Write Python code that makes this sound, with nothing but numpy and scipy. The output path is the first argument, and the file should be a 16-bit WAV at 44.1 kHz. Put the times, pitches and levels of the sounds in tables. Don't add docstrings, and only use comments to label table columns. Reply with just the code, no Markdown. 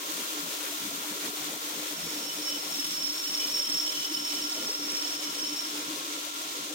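import sys
import numpy as np
from scipy import signal
from scipy.fft import rfft, irfft
from scipy.io import wavfile
from scipy.ndimage import uniform_filter1d

SR = 44100
rng = np.random.default_rng(int(sys.argv[2]) if len(sys.argv) > 2 else 0)


def put_to_file(sound):
    columns = np.atleast_2d(sound).T
    safe = np.clip(columns, -1, 1)
    whole_steps = np.round(safe * 32767)
    wavfile.write(sys.argv[1], SR, whole_steps.astype(np.int16))


N = 297234
TIME = np.arange(N) / SR
FREQS = np.maximum(np.fft.rfftfreq(N, 1 / SR), 1)
TOOTH_HZ = 40.0
TRICKLE_DB = -63.5


def spray(flow_db, gain_db=-34.5, treble_hz=9000, follow=0.84, flow_cap_db=6):
    # freq_hz, gain_db
    left_spectrum = [(150, -66), (900, -36), (2000, -6.5), (3400, 3), (4700, -1), (6300, -1), (7300, -1.5),
                     (8600, 1), (10200, -3), (12500, -4), (14500, 0), (15800, -2.5)]
    right_spectrum = [(900, -76), (2000, -11.5), (3400, 3.5), (4700, -1), (6400, 2.5), (7300, -0.5),
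                      (8500, -13.5), (10000, -79), (12500, -71), (14500, -1.5), (15800, -16)]
    # time_s, gain_db
    treble_gain = [(0, 0.5), (2.5, -1), (3.5, -1), (5.0, -4.5), (6.74, -5)]
    left, right = cabinet(drops(per_s=7500, spread_db=2.5), t60_s=0.097, wet_db=3)
    hiss = unit(np.array([colour(left, left_spectrum), colour(right, right_spectrum)]))
    treble = irfft(rfft(hiss) / (1 + (treble_hz / FREQS) ** 6), N)
    level = undb(gain_db + follow * np.minimum(flow_db, flow_cap_db))
    return (hiss + treble * (undb(curve(treble_gain)) - 1)) * level


def patter(flow_db):
    # freq_hz, gain_db
    spectrum = [(150, -37), (300, 15.5), (420, 4), (470, -4), (560, 7.5), (720, 1.5), (840, 1.5),
                (1100, 7.5), (1250, 4.5), (1370, 6.5), (1520, 5), (2400, 5), (3400, -6), (7000, -7.5)]
    # freq_hz, correlation
    likeness = [(200, 1), (550, 0.36), (850, -0.071), (1250, -0.072), (1800, -0.14), (2400, 0.48),
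                (3400, 0.24)]
    # time_s, level_db
    levels = [(0, -41.5), (2.0, -41.5), (2.7, -43), (2.9, -43), (4.2, -44), (4.6, -43.5), (6.74, -43.5)]
    mid, side = rfft(cabinet(drops(per_s=3000, spread_db=1.5), t60_s=0.14, wet_db=-1.5))
    alike = np.clip(across(likeness), -1, 1)
    mid, side = mid * np.sqrt(1 + alike), side * np.sqrt(1 - alike)
    slaps = irfft(np.array([mid + side, mid - side]), N)
    return unit(colour(slaps, spectrum)) * pan(1.8) * undb(curve(levels) + flow_db)


def flow(waver_db=0.55, sputter_half_s=0.021):
    # time_s, change_db
    sputters = [(0.84, 1.5), (1.25, 2), (1.32, -3.5), (1.59, -2), (1.96, -2.5), (2.13, 1), (2.28, -3.5),
                (2.61, -2.5), (3.12, -1.5), (3.58, 2), (4.09, -1), (4.22, -2.5), (4.33, 1.5), (4.78, -3),
                (5.19, -2), (5.57, -1), (5.78, 2), (6.31, -3)]
    return waver_db * walk(9.7) + sum(db * bump(s, sputter_half_s) for s, db in sputters)


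def cutter(gain_db=1.85, fade_s=0.074, squeal_from_db=-45, squeal_full_db=-36):
    # time_s, level_db
    chatter = [(1.7, -56), (1.92, -51.5), (2.05, -43.5), (2.19, -46.1), (2.28, -39.5), (2.38, -47.1),
               (2.48, -33.8), (2.59, -42.6), (2.7, -44.5), (2.72, -39.8), (2.8, -36.0), (2.89, -39.6),
               (3.08, -32.1), (3.14, -39.3), (3.41, -32.9), (3.51, -37.0), (3.56, -29.7), (3.69, -36.0),
               (3.71, -32.0), (3.81, -31.0), (3.84, -34.5), (3.86, -30.8), (3.94, -39.6), (3.97, -35.7),
               (4.03, -38.7), (4.06, -35.2), (4.09, -40.7), (4.16, -33.1), (4.19, -40.0), (4.28, -35.7),
               (4.41, -39.1), (4.43, -35.5), (4.49, -38.3), (4.53, -36.3), (4.61, -41.9), (4.69, -34.4),
               (4.8, -39.0), (4.88, -36.8), (4.99, -34.6), (5.06, -37.6), (5.14, -37.6), (5.22, -43.8),
               (5.24, -38.3), (5.34, -44.4), (5.41, -36.4), (5.47, -34.9), (5.51, -40.3), (5.59, -36.1),
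               (5.74, -49.0), (5.87, -50.5), (5.95, -58.6)]
    # time_s, pitch_hz
    pitch = [(2.2, 5429), (2.29, 5433), (2.59, 5414), (2.66, 5437), (2.83, 5420), (2.92, 5431),
             (3.11, 5422), (3.31, 5430), (4.05, 5424), (4.17, 5396), (4.26, 5428), (4.53, 5400),
             (4.63, 5427), (4.73, 5423), (4.92, 5449), (5.04, 5425), (5.59, 5422), (5.69, 5444)]
    chatter_db = curve(chatter)
    locked = np.clip((chatter_db - squeal_from_db) / (squeal_full_db - squeal_from_db), 0, 1)
    tooth = np.cos(2 * np.pi * TOOTH_HZ * TIME)
    turn = np.cos(np.pi * TOOTH_HZ * TIME)
    voice = settle(locked * whistle() + undb(-6.5) * scrape(width_hz=55))
    carrier = np.exp(2j * np.pi * np.cumsum(curve(pitch)) / SR)
    tool = (voice * carrier).real * undb(locked * (1.5 * tooth + 1.3 * turn))
    engaged = np.clip(np.minimum(TIME - chatter[0][0], chatter[-1][0] - TIME) / fade_s, 0, 1)
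    return unit(tool) * pan(-2.4) * engaged * undb(chatter_db + gain_db)


def whistle():
    sides = [np.exp(1j * (lead_rad + .55 * walk(10) + .35 * walk(45))) * undb(1.5 * walk(40))
             for lead_rad in (0, 1.8)]
    tone = np.array(sides) * np.exp(.55j * walk(26)) * undb(1.3 * walk(70))
    return tone * np.sqrt(2 / np.mean(np.abs(tone) ** 2))


def scrape(width_hz):
    teeth = undb(3 * np.cos(2 * np.pi * TOOTH_HZ * TIME))
    force = rfft(teeth * rng.standard_normal((2, 2, N)))
    real, imaginary = irfft(force / (1 + 1j * FREQS / width_hz) / (1 + 1j * FREQS / (4 * width_hz)), N)
    return unit(real) + 1j * unit(imaginary)


def settle(ringing, span_s=.05):
    power = np.mean(np.abs(ringing) ** 2, axis=0)
    return ringing / np.sqrt(uniform_filter1d(power, int(span_s * SR)))


def shaft(bout_gain_db=3.0, note_hz=3048):
    # time_s, pitch_hz, level_db, half_length_s
    bouts = [(2.303, 2985, -44, 0.026), (2.535, 2992, -41.5, 0.04), (2.85, 2990, -45, .03),
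             (3.023, 3030, -50, .05), (3.287, 2996, -44, .025), (3.43, 3000, -41, 0.048),
             (3.446, 2410, -49, 0.049), (3.578, 3005, -46, .05), (3.697, 3178, -48, 0.083),
             (3.885, 2990, -42.5, 0.032), (3.94, 3270, -48, 0.1), (4.01, 2998, -40.5, 0.06),
             (4.17, 3000, -43, .035), (4.35, 2360, -50, 0.022), (4.37, 3002, -43, 0.069),
             (4.59, 2990, -44, 0.026), (4.6, 1405, -49, .09), (5.02, 3005, -48, .05),
             (5.263, 3010, -46, 0.045), (5.468, 3035, -47.5, .06)]
    # start_s, length_s, level_db
    holds = [(3.3, 0.54, -52), (3.84, 0.6, -46.5), (4.44, 0.22, -51), (4.916, 0.75, -52)]
    modes = sum(undb(db) * bump(s, half_s) * np.exp(2j * np.pi * hz * TIME) for s, hz, db, half_s in bouts)
    ringing = settle(np.exp(.6j * np.array([walk(8), walk(8)])) + .8 * scrape(width_hz=28))
    grind = (ringing * modes).real * undb(3.5 * np.cos(2 * np.pi * TOOTH_HZ * TIME) + 2.2 * walk(30))
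    held = sum(undb(db) * gate(start_s, length_s) for start_s, length_s, db in holds)
    note = np.cos(2 * np.pi * note_hz * TIME + .6 * np.array([walk(8), walk(8)])) * undb(2 * walk(20))
    return (grind * undb(bout_gain_db) + held * note) * pan(-0.87)


def tray(runoff_db, gain_db=-0.5):
    # freq_hz, gain_db
    spectrum = [(25, -11), (55, -7), (75, -9), (100, 7), (135, -23), (190, 14.5), (260, 24), (340, 8),
                (450, -8), (650, -32), (900, -37)]
    # pitch_hz, width_hz, gain_db
    modes = [(164, 14, 0), (261, 22, -3.5)]
    shared, own = drops(per_s=2000, spread_db=1)[0], drops(per_s=2000, spread_db=1)
    force = shared + undb(-8.5) * own
    boom = unit(colour(force, spectrum)) + undb(-3.5) * unit(ring(force, modes))
    return boom * pan(1.5) * undb(TRICKLE_DB + runoff_db + gain_db)


def runoff():
    # start_s, length_s, level_db
    gushes = [(0.027, 0.069, -58), (0.14, 0.1, -53), (0.4, 0.092, -51), (0.82, 0.07, -45),
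              (0.89, 0.14, -53), (1.098, 0.055, -49), (1.237, 0.062, -46), (1.386, 0.092, -56),
              (1.49, 0.084, -50.5), (1.726, 0.086, -52), (1.895, 0.19, -52.5), (2.12, 0.15, -52.5),
              (2.298, 0.13, -56), (2.513, 0.087, -54), (2.66, 0.13, -53), (2.828, 0.12, -51),
              (2.983, 0.075, -53), (3.286, 0.052, -54), (3.436, 0.13, -55.5), (3.663, 0.11, -55),
              (3.966, 0.054, -53), (4.15, 0.028, -48), (4.19, 0.048, -51.5), (4.347, 0.106, -53),
              (4.577, 0.1, -48.5), (4.786, 0.1, -58), (4.912, 0.027, -48), (5.14, 0.06, -65),
              (5.274, 0.034, -52), (5.395, 0.046, -51), (5.472, 0.078, -53), (5.677, 0.22, -59.5),
              (5.86, 0.15, -56), (5.997, 0.087, -62), (6.6, 0.043, -53)]
    surge = sum(undb(db - TRICKLE_DB) * gate(start_s, length_s) for start_s, length_s, db in gushes)
    return 20 * np.log10(np.hypot(1, surge))


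def splashes():
    # time_s, level_db, half_length_s
    slaps = [(0.475, -46, .015), (0.67, -41, 0.014), (1.245, -42, .02), (1.85, -49, 0.034),
             (2.13, -48, .045), (4.33, -53, .02), (4.95, -50, 0.043)]
    # freq_hz, gain_db
    spectrum = [(900, -23), (1600, -8), (2060, -8), (2230, -10), (2410, -4), (2600, -10), (4000, -29)]
    return bumps(slaps) * unit(colour(drops(per_s=3600, spread_db=-2.0), spectrum))


def glugs(gain_db=-1.0, count=12, spread_oct=.3):
    # time_s, level_db, centre_hz, half_length_s
    pockets = [(0.064, -49, 522, .025), (0.192, -47, 445, 0.026), (0.391, -55, 444, .025),
               (0.513, -51, 440, 0.032), (0.62, -48.5, 443, 0.033), (0.857, -60, 620, .03),
               (1.161, -49, 452, 0.04), (1.268, -48, 440, .025), (1.423, -54, 450, 0.031),
               (1.528, -50, 530, 0.026), (1.76, -51.5, 515, .035), (2.1, -51, 438, 0.029),
               (2.198, -52, 436, 0.032), (2.429, -54, 525, 0.035), (2.55, -53, 515, .025),
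               (2.67, -52, 432, 0.031), (2.996, -51, 635, .02), (3.44, -51, 517, 0.026),
               (3.593, -50, 514, 0.023), (3.904, -50, 520, 0.023), (4.33, -56, 443, 0.026),
               (4.456, -54, 620, .025), (4.588, -49.5, 430, 0.028), (4.696, -53, 520, 0.044),
               (4.95, -53, 440, .04), (5.38, -51, 458, 0.027), (5.749, -49.5, 460, 0.027),
               (5.882, -53, 560, 0.037), (5.978, -49.5, 441, .03), (6.104, -52, 453, .025),
               (6.178, -47, 533, 0.016), (6.279, -51, 623, 0.019), (6.43, -53, 630, 0.028),
               (6.568, -47.5, 440, .025), (6.722, -50, 530, .025)]
    out = np.zeros((2, N))
    for time_s, db, hz, half_s in pockets:
        cluster = np.zeros((2, N))
        for slot in np.linspace(-1.5, 1.5, count):
            jitter, pitch, place = rng.uniform(-1, 1, 3)
            offset = slot + jitter / 8
            ping = bubble(hz * 2 ** (spread_oct * pitch)) * np.exp(-offset ** 2 / 2)
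            add(cluster, ping * pan(4 * place), time_s + offset * half_s)
        out += cluster * undb(db + gain_db) * np.sqrt(4 * half_s * SR / np.sum(cluster ** 2))
    return out


def gurgle(flow_db, count=800, low_hz=380, high_hz=900, follow=0.52):
    # time_s, level_db
    levels = [(0, -56.5), (1.3, -49), (2.7, -52.5), (2.87, -70), (3.27, -62), (3.5, -53), (4.15, -57.5),
              (4.7, -51), (5.2, -56), (5.9, -53), (6.33, -66), (6.7, -53.5)]
    out = np.zeros((2, N))
    for when, pitch, strength, place in rng.random((count, 4)):
        ping = bubble(low_hz * (high_hz / low_hz) ** pitch) * undb(12 * strength)
        add(out, ping * pan(8 * (place - .5)), when * N / SR)
    return unit(out) * undb(curve(levels) + follow * flow_db)


def bubble(hz, cycles=11, glide=0.086):
    t = TIME[:3000]
    age = t * hz / cycles
    return np.sin(2 * np.pi * hz * t * (1 + glide * age / 2)) * np.exp(-2 * age) * (1 - np.exp(-t * hz))


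def thumps():
    # time_s, level_db, half_length_s
    slugs = [(0.95, -55, .04), (1.416, -57, 0.023), (2.05, -48, 0.024), (2.747, -64, 0.028)]
    # freq_hz, gain_db
    spectrum = [(30, -30), (55, -14), (73, 8), (100, -5), (170, 15), (400, -54)]
    return bumps(slugs) * unit(colour(rng.standard_normal(N), spectrum))


def pump(rough_db=1.0, throb_hz=8.31, throb_db=2.5, throb_peak_s=0.125):
    # pitch_hz, relative_db
    tones = [(288.1, -5), (292.0, -2), (300.4, 0), (321.2, -9)]
    # time_s, level_db
    levels = [(0, -56), (2.0, -52), (3.6, -54.5), (4.4, -55.5), (5.0, -47), (5.6, -54), (6.5, -52.5)]
    # time_s, level_db, half_length_s
    swells = [(0.102, -43, 0.012), (0.19, -44, 0.0071), (0.387, -40.5, 0.034), (0.62, -49, 0.014),
              (0.852, -38.5, 0.013), (0.944, -45, 0.025), (1.111, -41.5, 0.018), (1.254, -48, 0.017),
              (1.493, -45, 0.016), (1.672, -43, 0.02), (1.826, -47, 0.015), (1.923, -49, 0.02),
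              (2.155, -42.5, 0.03), (2.39, -43.5, .024), (2.56, -42, .022), (2.8, -41, 0.012),
              (2.887, -46, 0.012), (3.116, -47, 0.045), (3.455, -45.5, 0.029), (3.708, -42.5, 0.012),
              (3.87, -46, 0.022), (3.963, -46, 0.026), (4.12, -37.5, 0.015), (4.21, -45, 0.041),
              (4.35, -43, 0.029), (4.453, -41, 0.02), (4.6, -42, 0.015), (4.843, -43.5, 0.052),
              (5.175, -45, 0.017), (5.264, -45.5, 0.018), (5.427, -41, 0.014), (5.52, -40.5, 0.025),
              (5.68, -42, 0.017), (5.772, -41, 0.03), (5.912, -38, 0.026), (6.13, -47, 0.071),
              (6.72, -42, 0.012)]
    beating = sum(undb(db) * np.exp(2j * np.pi * (hz * TIME + rng.random())) for hz, db in tones)
    flattened = beating.real / (np.abs(beating) + 0.1) ** .85
    drone = unit(flattened * undb(rough_db * walk(55)))
    throb = undb(curve(levels) + throb_db * np.cos(2 * np.pi * throb_hz * (TIME - throb_peak_s)))
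    return drone * pan(1.7) * np.hypot(throb, bumps(swells))


def motors(waver_rad=.25, flutter_db=2.0):
    # pitch_hz, level_db, left_minus_right_db, left_lead_rad
    whines = [(419.2, -63, 0, .1), (642.4, -64.5, -2, -.7), (963.6, -59.5, 2, -.8),
              (1076.4, -52.5, 2, -2.5), (1284.8, -70, 5, .6), (1359.6, -48.5, 4, 2.8),
              (2719.2, -63, -2, .4), (2798.9, -62.5, -1, -1.2), (4078.8, -63, 6, 1.4)]
    # time_s, gain_db
    gains = [(0, 1), (3.2, -2), (4.5, 0.5), (6.74, 0.6)]
    out = 0
    for hz, db, pan_db, lead_rad in whines:
        waver, flutter = waver_rad * walk(8), flutter_db * walk(14)
        phase = 2 * np.pi * (hz * TIME + rng.random()) + waver + np.array([[lead_rad], [-lead_rad]]) / 2
        out = out + np.sqrt(2) * np.cos(phase) * pan(pan_db) * undb(db + flutter)
    return out * undb(curve(gains))


def rumble(level_db=-75, side_db=-4):
    # freq_hz, gain_db
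    spectrum = [(20, 10), (45, 1), (80, -4), (120, -4), (250, -34)]
    mid, side = colour(rng.standard_normal((2, N)), spectrum)
    return unit(mid + undb(side_db) * np.array([side, -side])) * undb(level_db)


def drops(per_s, spread_db):
    hit = rng.random((2, N)) < per_s / SR
    size = undb(spread_db * np.minimum(rng.exponential(size=(2, N)), 5))
    return unit(hit * size * rng.standard_normal((2, N)))


def cabinet(x, t60_s, wet_db):
    keep = np.exp(-2 * np.log(1000) / (t60_s * SR))
    energy = signal.lfilter([1 - keep], [1, -keep], x ** 2)
    return unit(x + undb(wet_db) * np.sqrt(energy) * rng.standard_normal((2, N)))


def ring(x, modes):
    response = sum((-1) ** k * undb(db) / (1 + 1j * (FREQS ** 2 - hz ** 2) / (FREQS * width_hz))
                   for k, (hz, width_hz, db) in enumerate(modes))
    return irfft(rfft(x) * response, N)


def colour(x, spectrum):
    return irfft(rfft(x) * undb(across(spectrum)), N)


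def across(table):
    hz, value = np.transpose(table)
    return np.interp(np.log(FREQS), np.log(hz), value)


def curve(table):
    return np.interp(TIME, *np.transpose(table))


def walk(rate_hz):
    return unit(irfft(rfft(rng.standard_normal(N)) * np.exp(-(FREQS / rate_hz) ** 2), N))


def gate(start_s, length_s, attack_s=0.042, release_s=0.022):
    attack = np.clip((TIME - start_s) / attack_s + .5, 0, 1)
    release = np.clip((start_s + length_s - TIME) / release_s + .5, 0, 1)
    return attack * release


def bump(time_s, half_s):
    return np.exp(-np.minimum(((TIME - time_s) / half_s) ** 2 / 2, 40))


def bumps(table):
    return sum(undb(db) * bump(time_s, half_s) for time_s, db, half_s in table)


def add(out, sound, time_s):
    start = int(np.clip(time_s * SR, 0, N - 1))
    out[:, start:start + sound.shape[-1]] += sound[..., :N - start]


def pan(db):
    return undb(np.array([[db], [-db]]) / 2)


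def undb(db):
    return 10 ** (np.asarray(db) / 20)


def unit(x):
    return x / np.sqrt(np.mean(x ** 2))


def scene():
    flow_db = flow()
    jets = spray(flow_db) + patter(flow_db) + splashes()
    drain = gurgle(flow_db) + glugs() + tray(runoff()) + thumps()
    return jets + drain + rumble() + pump() + motors() + cutter() + shaft()


def record(dry, low_cut_hz=46, top_hz=15950):
    thinned = signal.sosfilt(signal.butter(2, low_cut_hz, "high", fs=SR, output="sos"), dry)
    return signal.sosfilt(signal.ellip(12, .2, 90, top_hz, fs=SR, output="sos"), thinned)


dry = scene()
out = record(dry)
put_to_file(out)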